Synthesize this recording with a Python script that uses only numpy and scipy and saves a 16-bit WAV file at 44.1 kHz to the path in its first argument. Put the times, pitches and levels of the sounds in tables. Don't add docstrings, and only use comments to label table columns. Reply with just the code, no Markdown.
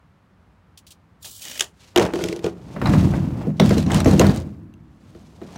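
import sys
import numpy as np
from scipy import signal
from scipy.fft import rfft, irfft, next_fast_len
from scipy.io import wavfile
from scipy.ndimage import uniform_filter1d, minimum_filter1d, map_coordinates

SR = 44100
rng = np.random.default_rng(int(sys.argv[2]) if len(sys.argv) > 2 else 0)


def wav_record(signal):
    frames = np.transpose(np.atleast_2d(signal))
    bounded = np.clip(frames, -1, 1)
    quanta = np.round(bounded * 32767).astype(np.int16)
    wavfile.write(sys.argv[1], SR, quanta)


N = 245833
AGE_S = np.arange(SR) / SR

# (frequency [Hz], level [dB], base t60 [s])
SHELL_MODES = [(1780, -3, .015), (2540, -6, .035), (2760, -2, .025), (3140, 0, .025), (3470, -8, .06),
               (3610, -11, .06), (4900, -8, .03), (5380, -10, .03), (6220, -8, .02), (6600, -7, .035),
               (6780, -7, .04), (7710, -8, .025)]
DECK_MODES = [(178.6, -12, 0.94), (343.6, 7, 0.18), (420, 0, 0.063), (479.4, -4, 0.17), (636, -5.5, 0.13),
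              (736, -24.5, 0.46), (977, -40, 0.6), (1051, -37.5, .25), (1370, -33.5, .2),
              (1445, -13.5, 0.12)]
# (frequency [Hz], level [dB])
CLACK_SPECTRUM = [(300, -28), (600, 5.5), (960, 2), (1300, -1.5), (2000, -6), (3000, -17), (6000, -37)]
HOLLOW_SPECTRUM = [(150, -15), (270, -4.5), (335, 5), (430, 8), (500, -3.5), (650, -15), (1200, -38.5),
                   (3000, -54.5)]
CLICK_SPECTRUM = [(900, -26), (1900, 2.5), (2700, 4.5), (3800, 8), (5000, 5), (6500, 0.5), (9000, -6.5),
                  (13000, -25), (16000, -26.5)]
SPLINTER_SPECTRUM = [(3000, -26), (6000, 1), (8000, 2.5), (11000, -4.5), (13000, -8), (16000, -11.5)]


def amp(db):
    return 10 ** (np.asarray(db) / 20)


def unit(x):
    return x / np.sqrt(np.mean(x ** 2) + 1e-20)


def add(track, time_s, sound):
    part = track[round(time_s * SR):][:len(sound)]
    part += sound[:len(part)]


def wobble(rate_hz):
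    knots = rng.standard_normal(int(N * rate_hz / SR) + 4)
    return map_coordinates(knots, [np.arange(N) * rate_hz / SR])


def swell(start_s, end_s, rise_s, fall_db_per_s):
    t = np.arange(N) / SR
    return amp(-20 * np.maximum(start_s - t, 0) / rise_s - fall_db_per_s * np.maximum(t - end_s, 0))


def coloured(x, spectrum):
    size = next_fast_len(len(x))
    hz, db = np.transpose(spectrum)
    gain = amp(np.interp(np.log(np.fft.rfftfreq(size, 1 / SR) + 1), np.log(hz), db))
    return unit(irfft(rfft(x, size) * gain, size)[:len(x)])


def friction(spectrum, rate_hz, spread_db, smooth):
    slips = (rng.random(N) < rate_hz / SR) * rng.standard_normal(N)
    slips *= amp(spread_db * np.minimum(rng.exponential(size=N), 4))
    return coloured(unit(slips) + smooth * rng.standard_normal(N), spectrum)


def burst(spectrum, attack_s, t60_s, tail_db, tail_t60_s):
    t = AGE_S[:SR // 2]
    fall = amp(-60 * t / t60_s) + amp(tail_db - 60 * t / tail_t60_s)
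    return coloured(rng.standard_normal(len(t)), spectrum) * fall * (1 - np.exp(-t / attack_s))


def ring(modes, attack_s, damping, scatter_db):
    hz, db, t60_s = np.transpose(modes)[:, :, None]
    strength, detune, sign = rng.standard_normal((3, len(modes), 1))
    gain = amp(db + scatter_db * strength)
    waves = np.sign(sign) * np.sin(2 * np.pi * hz * (1 + .015 * detune) * AGE_S)
    waves *= amp(-60 * AGE_S * damping / t60_s)
    return (gain * waves).sum(0) / np.linalg.norm(gain) * (1 - np.exp(-AGE_S / attack_s))


def crack(spectrum, length_s, tail_db, tail_t60_s, ripple_db):
    t = AGE_S[:SR // 3]
    bands_hz = np.geomspace(300, 16000, num=36)
    hz, db = np.transpose(spectrum)
    bands_db = np.interp(np.log(bands_hz), np.log(hz), db)
    bands_db += ripple_db * rng.standard_normal(len(bands_hz))
    fall = np.exp(-(t / length_s) ** 4) + amp(tail_db - 60 * t / tail_t60_s)
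    noise = coloured(rng.standard_normal(len(t)), np.c_[bands_hz, bands_db])
    return noise * fall * (1 - np.exp(-t / .00041))


def bounces(time_s, gap_s, gap_ratio, loss_db, levels_db, count):
    k = np.arange(count)
    times_s = time_s + np.r_[0, np.cumsum(gap_s * gap_ratio ** k[:-1])]
    return np.c_[times_s, np.array(levels_db) - np.array(loss_db) * k[:, None]]


def distant_rumble():
    # (frequency [Hz], level [dB])
    spectrum = [(20, -25), (35, -17.5), (60, 0.5), (100, 2.5), (130, -5), (175, -2.5), (270, -11),
                (400, -18), (750, -18), (1130, -18), (1600, -22.5), (3000, -32), (6000, -42), (16000, -53)]
    return amp(-55 + .27 * wobble(8)) * coloured(rng.standard_normal(N), spectrum)


def tape_blade():
    # (time [s], relative level [dB], t60 [s])
    chatter = [(0.7741, -31.5, 0.069), (0.7874, -39, 0.062), (0.8664, -35.5, 0.13), (0.9057, -33, 0.098),
               (0.918, -33, 0.046), (1.226, -40, 0.082), (1.248, -24.5, 0.18), (1.418, -24, 0.16)]
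    # (time [s], relative click [dB], relative knock [dB])
    strikes = [(1.245, -41, -50.5), (1.257, -39, -49.5), (1.452, -32, -49.5), (1.482, -35.5, -63),
               (1.5949, -21, -48), (1.607, -9.5, -33), (1.622, -25.5, -54.5)]
    # (frequency [Hz], level [dB])
    hiss_spectrum = [(1000, -48), (2300, -18.5), (2900, -11), (3350, 0), (4300, -3), (5600, -0.5),
                     (6500, -4), (7700, 2), (9200, -3.5), (12000, -4), (15000, -5.5), (16000, 1)]
    rattle_spectrum = [(120, -29.5), (250, 0.5), (400, -10.5), (600, -0.5), (800, -10), (1400, -11.5),
                       (2000, -2), (3100, -2), (4100, -6), (6100, -1.5), (8000, -10), (11000, -27),
                       (16000, -37)]
    chatter_spectrum = [(1600, -27), (2400, -9), (3200, -1.5), (4500, -3.5), (6500, -4.5), (9000, -6),
                        (13000, -15), (16000, -10.5)]
    snap_spectrum = [(900, -17.5), (1500, -14.5), (1800, -0.5), (2200, -14.5), (3100, -1.5), (4100, -10.5),
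                     (6600, -6), (8200, -11), (10500, -14.5), (12000, -22), (16000, -22.5)]
    release_s, whip_s, home_s = 1.231, 1.456, 1.6
    slap_count, slap_gap_s = 4, .047

    running = swell(release_s, home_s, rise_s=.016, fall_db_per_s=497)
    whipping = swell(whip_s, home_s, rise_s=.07, fall_db_per_s=497)
    hiss = amp(-41 + 1.7 * wobble(150)) * friction(hiss_spectrum, 11000, spread_db=5, smooth=1.1)
    rattle = amp(-41 + 1.6 * wobble(120)) * friction(rattle_spectrum, 2000, spread_db=2, smooth=.7)
    out = running * hiss + whipping * rattle
    shell = ring(SHELL_MODES, attack_s=.0003, damping=1.8, scatter_db=1)
    out += amp(-10.5) * signal.fftconvolve(out, shell / np.linalg.norm(shell))[:N]
    for time_s, db, t60_s in chatter:
        add(out, time_s, amp(db - 9.5) * burst(chatter_spectrum, .00073, t60_s, -33, tail_t60_s=.12))

    jitter, size = rng.uniform(-1, 1, (slap_count, 2)).T
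    slaps_s = whip_s + slap_gap_s * (np.arange(slap_count) + 1 + .5 * jitter)
    slaps = np.c_[slaps_s, -33.5 + 3 * size, -61 + 3 * size]
    for time_s, click_db, knock_db in np.vstack([strikes, slaps]):
        add(out, time_s, amp(click_db) * crack(snap_spectrum, .0045, -17, .15, ripple_db=1.5))
        add(out, time_s, amp(click_db + 1) * ring(SHELL_MODES, .0005, damping=1.3, scatter_db=2))
        add(out, time_s, amp(knock_db + 3.5) * burst(CLACK_SPECTRUM, .00067, .0043, -5.5, .18))
        add(out, time_s, amp(knock_db) * burst(HOLLOW_SPECTRUM, .0059, .042, -10, .25))
    return out


def stroke_gains():
    # (full speed at [s], rise [s per 20 dB], hold [s], speed fall [dB/s],
    # relative shudder [dB], relative rub [dB], relative grit [dB])
    strokes = [(1.805, 0.083, 0.086, 80, -57.5, -64, -57), (2.003, 0.033, 0.012, 171, -20, -18, -32.5),
               (2.143, 0.017, 0.15, 90, -34, -38, -43.5), (2.449, 0.034, 0.016, 273, -29.5, -30.5, -41.5),
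               (2.574, 0.12, .14, 46, -41.5, -75, -64), (2.736, 0.23, 0.025, 100, -32.5, -44, -55.5),
               (2.858, 0.065, 0.13, 35.5, -11.5, -29.5, -42), (3.39, 0.15, 0.07, 167, -23.5, -36.5, -59.5),
               (3.638, 0.056, 0.15, 160, -13.5, -31.5, -40), (3.936, 0.087, 0.059, 292, -14, -23.5, -34.5),
               (4.066, 0.075, 0.21, 101.5, -11.5, -31, -37.5), (5.16, 0.45, .03, 12, -42.5, -57.5, -64),
               (5.483, 0.2, 0.11, 100, -44.5, -47, -57)]
    power = np.zeros((3, N))
    for time_s, rise_s, hold_s, fall_db_per_s, shudder_db, rub_db, grit_db in strokes:
        speed = swell(time_s, time_s + hold_s, rise_s, fall_db_per_s)
        linger = amp(-12.5) * swell(time_s, time_s + hold_s, rise_s, 36)
        power[0] += (amp(shudder_db) * np.maximum(speed, linger)) ** 2
        power[1] += (amp(rub_db) * np.maximum(speed, amp(-6) * linger)) ** 2
        power[2] += (amp(grit_db) * speed ** 1.315) ** 2
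    return np.sqrt(power)


def deck_rubbing():
    # (frequency [Hz], level [dB])
    shudder_spectrum = [(20, -60.5), (35, -34), (55, -8), (80, -4.5), (105, -3), (150, -3.5), (188, -2.5),
                        (271, -9), (327, -9.5), (400, -26), (650, -62)]
    rub_spectrum = [(150, -34), (330, 5.5), (600, 4.5), (1000, -1.5), (1600, -11), (2800, -16.5),
                    (6000, -71.5)]
    grit_spectrum = [(700, -5.5), (1600, -3), (3000, 1.5), (4500, -0.5), (6500, -3.5), (9000, -9.5),
                     (13000, -18), (16000, -25.5)]
    brush_spectrum = [(2000, -26), (4000, -0.5), (7000, -1), (10000, -7), (16000, -11.5)]
    shudder, rub, grit = stroke_gains()
    bed = shudder * amp(-3) * friction(shudder_spectrum, 400, spread_db=-2.5, smooth=1)
    panels = rub * amp(-2 + .37 * wobble(40)) * friction(rub_spectrum, 440, spread_db=1, smooth=1)
    scrape = grit * amp(.5 + 2.8 * wobble(70)) * friction(grit_spectrum, 2200, spread_db=-2.5, smooth=1)
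    light_touch = np.minimum(grit, amp(-68))
    brush = light_touch * amp(-5) * friction(brush_spectrum, 2300, spread_db=5, smooth=1.2)
    push = (grit / grit.max()) ** .35
    catch_rate_hz = 90
    catches = (rng.random(N) < catch_rate_hz / SR) * amp(3 * rng.standard_normal(N))
    fibre = crack(grit_spectrum, length_s=.002, tail_db=-18, tail_t60_s=.03, ripple_db=2)
    crackle = amp(-2) * signal.fftconvolve(catches * grit * push, fibre)[:N]
    return bed + panels + scrape + brush + crackle


def tape_case():
    # (time [s], relative click [dB], clack [dB], deck ring [dB])
    blows = [(1.96, -12, -11, -13.5), (1.9746, -17, -19, -16.5), (2.136, -31.5, -29.5, -20.5),
             (2.189, -39, -30, -22.5), (2.4425, -30, -30.5, -20.5)]
    # (time [s], first gap [s], gap ratio, loss per contact [dB],
    # relative click [dB], clack [dB], deck ring [dB])
    settling = [(2.0131, .0131, .96, 1.2, -32, -26.5, -24), (2.2389, .0468, .865, 3.6, -25.5, -47, -20.5)]
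    # (frequency [Hz], level [dB])
    plastic_spectrum = [(900, -29.5), (1800, -4), (2250, 1.5), (2700, -3), (3300, 2.5), (3900, -7.5),
                        (4900, -4.5), (6500, -8.5), (7900, -13.5), (9500, -17), (13000, -22.5),
                        (16000, -24)]
    contacts = []
    for time_s, *levels_db in blows:
        contacts.extend(bounces(time_s, .021, 1, loss_db=[6, 3, 3], levels_db=levels_db, count=2))
    for time_s, gap_s, gap_ratio, loss_db, *levels_db in settling:
        contacts.extend(bounces(time_s, gap_s, gap_ratio, loss_db, levels_db, count=5))
    out = np.zeros(N)
    for time_s, click_db, clack_db, deck_db in contacts:
        add(out, time_s, amp(click_db + 1) * crack(plastic_spectrum, .004, -18, .09, ripple_db=3))
        add(out, time_s, amp(click_db + 1) * ring(SHELL_MODES, .0003, damping=2, scatter_db=3))
        add(out, time_s, amp(clack_db + 2.5) * burst(CLACK_SPECTRUM, .0003, .021, -14.5, .21))
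        add(out, time_s, amp(deck_db + 5) * ring(DECK_MODES, .0015, damping=1.2, scatter_db=1.5))
        add(out, time_s, amp(deck_db + 3) * burst(HOLLOW_SPECTRUM, .001, .055, -13.5, .4))
    return out


def runner_clinks():
    # (time [s], level [dB])
    jolts = [(2.2388, -17), (2.2856, -28), (3.5997, -28), (4.1953, 0.5), (4.739, -43.5)]
    # (frequency [Hz], level [dB], base t60 [s])
    modes = [(2450, -9, .008), (2720, 0, .016), (3100, -8, .008), (3870, -15, .015), (4600, -14, .01),
             (6250, -7, .013), (6550, -6, .013), (7400, -9, .01), (8420, -13, .01), (11800, -12, .012)]
    out = np.zeros(N)
    for time_s, db in jolts:
        add(out, time_s, amp(db) * ring(modes, attack_s=.00018, damping=1.05, scatter_db=2.7))
    return out


def drawer_bumps():
    # (time [s], relative click [dB], clack [dB], panel knock [dB], bed boom [dB])
    bumps = [(2.762, -60, -35.5, -33.5, -28), (2.815, -43.5, -26.5, -25, -18),
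             (2.857, -33, -24.5, -45, -42), (2.87, -39, -27, -48.5, -50), (2.935, -60, -25, -25, -7.5),
             (3.136, -79, -31.5, -25.5, -18), (3.468, -58, -58, -25, -15.5), (3.5976, -20, -21, -10, -4.5),
             (3.706, -35, -27, -17.5, -12), (3.767, -58, -46, -22, -13), (3.863, -39.5, -43, -29, -14),
             (3.904, -57, -26, -40, -40), (3.946, -43, -34, -40, -11.5), (4.058, -31.5, -21.5, -6.5, -17.5),
             (4.129, -51.5, -38, -15, -12), (4.1954, -25, -26.5, -5.5, -25), (4.212, -32, -18.5, -25, -17),
             (4.242, -40.5, -25.5, -14.5, -9), (4.294, -36.5, -34, -18.5, -22),
             (5.148, -63, -58, -42.5, -57), (5.415, -56.5, -47.5, -33.5, -36),
             (5.558, -47, -44, -47, -26.5)]
    # (frequency [Hz], level [dB])
    knock_spectrum = [(130, -48), (250, -4.5), (350, -3), (520, -7), (700, -14.5), (1200, -50.5),
                      (3000, -54.5)]
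    # (frequency [Hz], level [dB], t60 [s])
    bed_modes = [(62.4, -15.5, 0.34), (84.9, -11.5, 0.97), (98, -6, 0.19), (124.7, -6.5, 0.34),
                 (152.1, 4.5, 0.44), (183.7, -4.5, 0.61), (198.5, 7, 0.29), (247.2, 5, 0.21),
                 (305.6, -7.5, 0.2)]
    out = np.zeros(N)
    for time_s, click_db, clack_db, knock_db, boom_db in bumps:
        add(out, time_s, amp(click_db) * crack(CLICK_SPECTRUM, .006, -5, .17, ripple_db=6))
        add(out, time_s, amp(click_db - 14) * crack(SPLINTER_SPECTRUM, .0044, -22, .071, ripple_db=-2.5))
        add(out, time_s, amp(clack_db + 4.5) * burst(CLACK_SPECTRUM, .00065, .041, -8.5, .38))
        add(out, time_s, amp(knock_db + 3) * burst(knock_spectrum, .003, .11, -22, .7))
        add(out, time_s, amp(knock_db - 6.5) * ring(DECK_MODES, .0015, damping=1.4, scatter_db=1.5))
        add(out, time_s, amp(boom_db + 4) * ring(bed_modes, .006, damping=1, scatter_db=2))
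    return out


def drawer_snags():
    # (time [s], snap level [dB])
    snags = [(3.659, -35), (3.692, -32.5), (3.78, -33.5), (3.826, -41), (3.917, -31.5), (3.944, -26.5),
             (4.002, -27.5), (4.045, -33.5), (4.11, -32), (4.1943, -17.5), (4.266, -31.5), (4.319, -50),
             (4.346, -43), (4.36, -37.5), (4.373, -41), (4.4, -47)]
    out = np.zeros(N)
    for time_s, db in snags:
        add(out, time_s, amp(db) * crack(SPLINTER_SPECTRUM, .0048, -35, .071, ripple_db=4))
        add(out, time_s, amp(db + .5) * crack(CLICK_SPECTRUM, .0043, -10, .09, ripple_db=5))
        add(out, time_s, amp(db - 1) * burst(CLACK_SPECTRUM, .0015, .05, -.5, .067))
    return out


def scene():
    on_deck = drawer_bumps() + drawer_snags() + deck_rubbing() + runner_clinks()
    return (tape_blade() + tape_case() + on_deck + distant_rumble())[None]


def record(dry):
    low_cut_hz, top_hz, taper_hz, ceiling = 36, 16050, 600, .72
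    heard = signal.sosfilt(signal.butter(2, low_cut_hz, "highpass", fs=SR, output="sos"), dry)
    needed_gain = np.minimum(1, ceiling / (np.abs(heard) + 1e-9))
    gain = uniform_filter1d(minimum_filter1d(needed_gain, size=120), size=80)
    size = next_fast_len(N + SR // 2)
    band = np.clip((top_hz - np.fft.rfftfreq(size, 1 / SR)) / taper_hz + .5, 0, 1)
    return irfft(rfft(heard * gain, size) * band, size)[:, :N]


dry = scene()
out = record(dry)
wav_record(out)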